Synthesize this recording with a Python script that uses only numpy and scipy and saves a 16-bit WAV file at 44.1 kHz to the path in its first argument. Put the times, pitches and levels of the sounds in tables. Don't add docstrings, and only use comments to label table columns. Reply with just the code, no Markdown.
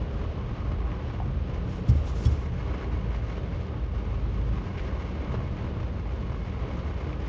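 import sys
import numpy as np
from scipy import signal
from scipy.fft import rfft, irfft
from scipy.io import wavfile
from scipy.ndimage import uniform_filter1d

SR = 44100
rng = np.random.default_rng(int(sys.argv[2]) if len(sys.argv) > 2 else 0)


def put_to_file(sound):
    columns = np.atleast_2d(sound).T
    safe = np.clip(columns, -1, 1)
    whole_steps = np.round(safe * 32767)
    wavfile.write(sys.argv[1], SR, whole_steps.astype(np.int16))


N = 321048
TIME = np.arange(N) / SR

# frequency in Hz, relative spectral density in dB.
WASH_SPECTRUM = [(20, -15.5), (100, 9), (220, 0.5), (330, -1.5), (500, -1.5), (780, -12.5), (1150, -13),
                 (1700, -21), (3000, -22.5), (4500, -32), (6500, -42.5), (7800, -65.5)]
# frequency in Hz, bandwidth in Hz, relative level in dB.
CABIN_MODES = [(27, 8.4, -18), (39, 6.7, -8), (55.4, 13, 1), (74.36, 12.8, 0.5), (91.2, 11, -7),
               (114.5, 15, -5.5), (131.6, 12, -7), (178.3, 38, -7), (226.3, 26, -16)]
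# time of the crest in seconds, lift in dB.
BOOM_SWELLS = [(.76, 3), (1.28, 5), (5.35, 2)]
# time in seconds, firing frequency in Hz.
FIRING_PITCH = [(0, 56.12), (3.1, 55.01), (3.9, 52.82), (4.4, 53.43), (4.7, 55.4), (7.28, 55.05)]
# time in seconds, rms level in dB.
DRONE_LEVEL = [(0, -31.5), (1.7, -39), (2.4, -36.5), (2.85, -32.5), (3.3, -36), (3.8, -34.5), (4.05, -30),
               (4.5, -28.5), (4.85, -40), (7.28, -46.5)]
# time in seconds, impulse in dB, contact time in seconds, shudder in dB.
HAND_BUMPS = [(1.88, -14, 0.0038, -34), (1.897, -27, .003, -31), (1.911, -21.5, 0.0041, -40),
              (1.949, -26, 0.0036, -35), (2.246, -14, 0.0075, -43), (2.257, -38, .003, -32),
              (2.3027, -24.5, 0.0028, -32), (2.449, -15.5, 0.016, -49), (2.506, -27, 0.0067, -39)]
# frequency in Hz, relative level in dB, T60 in seconds.
PHONE_MODES = [(54, -8, 0.44), (75, -0.5, 0.59), (109.4, 6.5, 0.14), (124.3, 6, 0.12), (189, -7, 0.13),
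               (274, -7, 0.11)]
# midpoint in seconds, crest level in dB, half length in seconds.
FINGER_STROKES = [(1.742, -63, 0.077), (1.895, -51.5, 0.012), (1.964, -60, 0.051), (2.085, -54, 0.036),
                  (2.17, -57, 0.032), (2.219, -55, 0.028), (2.254, -49.5, 0.014), (2.318, -56, 0.037),
                  (2.415, -62, .05)]
# frequency in Hz, relative spectral density in dB.
FRICTION_SPECTRUM = [(1500, -18), (2700, -3), (3400, -2), (4300, -3), (5600, -1.5), (7200, -6), (8200, -29),
                     (9400, -19.5)]
# start in seconds, gain in dB, favoured frequency in Hz.
GRIP_CLICKS = [(1.887, -50, 5500), (1.899, -49, 6000), (2.252, -39, 4800), (2.2578, -38.5, 3300),
               (2.2682, -40.5, 5400), (2.321, -43, 2000)]
# frequency in Hz, relative level in dB, T60 in seconds.
CASE_MODES = [(3350, 0.5, 0.064), (4400, -6, 0.017), (5380, -5.5, 0.065), (5630, -12, .04),
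              (6040, -10, .025), (7550, -10, .02)]
# start in seconds, peak of the knock in dB, pitch in Hz,
# bandwidth as a fraction of the pitch, splash level in dB relative to the knock.
FAT_DRIPS = [(.7972, -41, 790, .6, -20), (0.9174, -39, 2200, 0.37, -20), (1.2013, -25.5, 757, 0.37, -31),
             (1.2105, -35, 850, .35, -27), (1.218, -36, 755, .22, -25), (2.7807, -40, 1200, .4, -6),
             (2.812, -40, 900, .6, -12), (2.9493, -39, 600, .6, -17), (3.147, -37.5, 736, 0.52, -14),
             (3.3234, -32, 517, .6, -17), (3.377, -37, 425, 0.55, -24), (3.6188, -42, 604, .6, -12),
             (3.9371, -37, 600, .6, -20), (4.1428, -35, 1102, 0.34, -14), (4.778, -43, 2300, .6, -4),
             (4.7833, -35, 2090, 0.45, -11), (4.795, -36, 1690, 0.6, -10), (4.97, -42, 420, 0.54, -19),
             (5.3415, -22.5, 450, 0.5, -25), (5.343, -32, 844, 0.71, -20), (5.349, -33, 1300, .4, -22),
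             (5.356, -34, 1130, .5, -19), (6.1535, -36, 550, .6, -22), (6.3181, -39, 650, .6, -20),
             (6.3448, -37, 1100, 0.3, -18), (7.1298, -36, 2180, 0.31, -22)]
# frequency in Hz, bandwidth in Hz.
HOLLOW_NOTES = [(1110, 190), (2180, 200)]
# time in seconds, low note's lift in dB, high note's in dB.
HOLLOW_LIFTS = [(0, -1, -2), (.65, 3, -0.5), (1.45, -1.5, -1.5), (2.3, 0, 1.5), (3.3, -2.5, 1.5),
                (4.3, 1.5, 0.5), (4.8, 1, 0.5), (5.25, 0, 3.5), (5.8, -1.2, -1.5), (6.4, 1.3, 3),
                (7.28, -0.5, -0.5)]
# frequency in Hz, relative spectral density in dB.
PATTER_SPECTRUM = [(120, -11), (300, 3), (520, 1.5), (780, 1.5), (1200, -5.5), (1550, -5), (2400, -10),
                   (3000, -14.5), (3700, -18.5), (4800, -21.5), (6400, -25), (7200, -32), (7900, -51.5)]
# frequency in Hz, bandwidth in Hz, lift in dB.
PANEL_RESONANCES = [(301.3, 16, 13.5), (398, 55, 6), (565, 18, 5), (753, 19, -11.5), (802, 23, 3.5),
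                    (900, 25, -2), (1015, 57, 6.5), (1098.6, 46, 11), (1102, 16, -4.5), (1241, 51, 8),
                    (1481, 31, 5), (1616, 19, 6.5), (2180, 87, 6.5), (2796, 78, 5.5), (2990, 49, 6.5)]
# time in seconds, base level of the patter in dB.
RAIN_LEVEL = [(0, -45.5), (1.1, -45.5), (1.4, -47), (2.0, -46), (2.66, -44.5), (2.83, -42.5), (3.0, -45),
              (3.4, -45), (3.85, -46.5), (4.15, -45), (4.46, -47.5), (4.6, -44), (5.35, -44), (5.55, -45),
              (5.85, -46), (6.3, -45), (7.28, -45)]


def from_db(db):
    return 10 ** (np.asarray(db) / 20)


def unit_rms(x):
    return x / np.sqrt(np.mean(x ** 2) + 1e-20)


def in_time(rows):
    seconds, *columns = np.transpose(rows)
    return [np.interp(TIME, seconds, column) for column in columns]


def drift(rate_hz):
    knots = rng.standard_normal(4000)
    return unit_rms(np.interp(TIME * 2 * rate_hz, np.arange(len(knots)), knots))


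def hump(crest_s, half_s):
    return np.exp(-((TIME - crest_s) / half_s) ** 2)


def decay(t, t60):
    return (t >= 0) * np.exp(-np.log(1000) * np.maximum(t, 0) / t60)


def resonate(x, hz, width_hz, stages=1):
    r = np.exp(-np.pi * width_hz / SR)
    feedback = [1, -2 * r * np.cos(2 * np.pi * hz / SR), r * r]
    for _ in range(stages):
        x = signal.lfilter(np.array([1, 0, -1]) * (1 - r * r) / 2, feedback, x + 1e-18)
    return x


def coloured(x, spectrum, peaks=(), size=16384):
    f = np.maximum(np.fft.rfftfreq(size, 1 / SR), 1)
    hz, db = np.transpose(spectrum)
    curve_db = np.interp(np.log(f), np.log(hz), db)
    for centre, width, lift in peaks:
        curve_db += lift / (1 + (2 * (f - centre) / width) ** 2)
    cepstrum = irfft(np.log(from_db(curve_db)))[:size // 2]
    cepstrum[0] /= 2
    response = irfft(np.exp(rfft(2 * cepstrum, size)))
    return unit_rms(signal.fftconvolve(x, response)[:N])


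def water_wash(level_db=-39, surge_db=1.03):
    return from_db(level_db + surge_db * drift(3.6)) * coloured(rng.standard_normal(N), WASH_SPECTRUM)


def cabin_boom(base_db=-31.5, swell_half_s=0.11):
    level_db = base_db + sum(lift_db * hump(s, swell_half_s) for s, lift_db in BOOM_SWELLS)
    boom = 0
    for hz, width_hz, db in CABIN_MODES:
        boom += from_db(db) * unit_rms(resonate(rng.standard_normal(N), hz, width_hz, stages=2))
    envelope = np.sqrt(uniform_filter1d(boom ** 2, size=6000) + 1e-12)
    return from_db(level_db) * unit_rms(boom / envelope)


def engine_drone(waver_db=1.0, octave_db=-11):
    hz, = in_time(FIRING_PITCH)
    level_db, = in_time(DRONE_LEVEL)
    phase = 2 * np.pi * np.cumsum(hz) / SR
    tone = unit_rms(np.sin(phase) + from_db(octave_db) * np.sin(2 * phase))
    return from_db(level_db + waver_db * drift(5)) * tone


def hand_bumps(shudder_hz=228, shudder_width_hz=115, shudder_t60=0.078):
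    force, shaking = np.zeros((2, N))
    for s, db, contact_s, shudder_db in HAND_BUMPS:
        pulse = hump(s, contact_s / 4)
        force += from_db(db) * pulse / pulse.sum()
        shaking += from_db(shudder_db) * decay(TIME - s, shudder_t60)
    response = sum((-1) ** k * from_db(db) * np.sin(2 * np.pi * hz * TIME) * decay(TIME, t60)
                   for k, (hz, db, t60) in enumerate(PHONE_MODES))
    thud = signal.fftconvolve(force, response)[:N]
    noise = rng.standard_normal(N)
    steady_rms = resonate(noise, shudder_hz, shudder_width_hz, stages=2).std()
    shudder = resonate(noise * shaking, shudder_hz, shudder_width_hz, stages=2)
    return thud + shudder / steady_rms


def finger_rustle(grain_db=1.5):
    strokes = sum(from_db(db) * hump(s, half_s) for s, db, half_s in FINGER_STROKES)
    friction = rng.standard_normal(N) * from_db(grain_db * drift(150))
    return strokes * coloured(friction, FRICTION_SPECTRUM)


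def case_clicks(crack_db=-8, crack_t60=0.016, spread_octaves=0.54, size=8192):
    out, t = np.zeros(N + size), TIME[:size]
    for s, db, favoured_hz in GRIP_CLICKS:
        ring = 0
        for hz, mode_db, t60 in CASE_MODES:
            coupling = np.exp(-(np.log2(hz / favoured_hz) / spread_octaves) ** 2)
            ring += from_db(mode_db) * coupling * np.sin(2 * np.pi * hz * t) * decay(t, t60)
        noise = resonate(rng.standard_normal(size), favoured_hz, favoured_hz / 2, stages=2)
        crack = from_db(crack_db) * unit_rms(noise) * decay(t, crack_t60)
        at = round(s * SR)
        out[at:at + size] += from_db(db) * (ring + crack)
    return out[:N]


def fat_drips(tail_t60=0.42, tail_db=-22, splash_t60=0.079, tick_db=9, top_hz=6500, size=8192):
    out, t = np.zeros(N + size), TIME[:size]
    impulse = t == 0
    splash_band = signal.butter(2, [800, 3000], "band", fs=SR, output="sos")
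    for s, db, hz, width_fraction, splash_db in FAT_DRIPS:
        echoes, spray = rng.standard_normal((2, size))
        knock, tail = resonate(np.array([impulse, echoes]), hz, width_fraction * hz, stages=2)
        tail = from_db(tail_db) * unit_rms(tail) * decay(t, tail_t60)
        spray += from_db(tick_db) * impulse
        splash = from_db(splash_db) * unit_rms(signal.sosfilt(splash_band, spray)) * decay(t, splash_t60)
        at = round(s * SR)
        out[at:at + size] += from_db(db) * (knock / abs(knock).max() + tail + splash)
    return signal.sosfilt(signal.butter(8, top_hz, fs=SR, output="sos"), out[:N])


def hollow_panels(patter, flicker_db=1.0):
    out = patter.copy()
    for (hz, width_hz), lift_db in zip(HOLLOW_NOTES, in_time(HOLLOW_LIFTS)):
        gain = from_db(lift_db + flicker_db * drift(11))
        out += (gain - 1) * resonate(patter, hz, width_hz)
    return out


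def rain_patter(drops_per_s=850, spread_db=3.0, ring_t60=0.06, tick=2.8, flurry_db=2.0, spots=24):
    level_db, = in_time(RAIN_LEVEL)
    strength = from_db(spread_db * np.minimum(rng.exponential(1, N), 4.5))
    lands = rng.random(N) < drops_per_s * from_db(level_db - level_db.mean()) / SR
    spot = rng.integers(0, spots, N)
    impacts, t = np.zeros(N), TIME[:2048]
    for k in range(spots):
        response = rng.standard_normal(len(t)) * decay(t, ring_t60)
        response[0] += tick * (-1) ** k
        impacts += signal.oaconvolve(strength * lands * (spot == k), response)[:N]
    panels = coloured(impacts, PATTER_SPECTRUM, PANEL_RESONANCES)
    roof = signal.sosfilt(signal.butter(1, 1800, fs=SR, output="sos"), panels)
    glass = panels - roof
    swept = roof * from_db(flurry_db * drift(9)) + glass * from_db(flurry_db * drift(9))
    return from_db(level_db) * swept


def scene():
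    rain = hollow_panels(rain_patter()) + water_wash() + fat_drips()
    car = cabin_boom() + engine_drone()
    handling = hand_bumps() + finger_rustle() + case_clicks()
    return (rain + car + handling)[None]


def record(dry, bottom_hz=22, top_hz=9600):
    thinned = signal.sosfilt(signal.butter(2, bottom_hz, "high", fs=SR, output="sos"), dry)
    return signal.sosfilt(signal.ellip(10, .1, 80, top_hz, fs=SR, output="sos"), thinned)


dry = scene()
out = record(dry)
put_to_file(out)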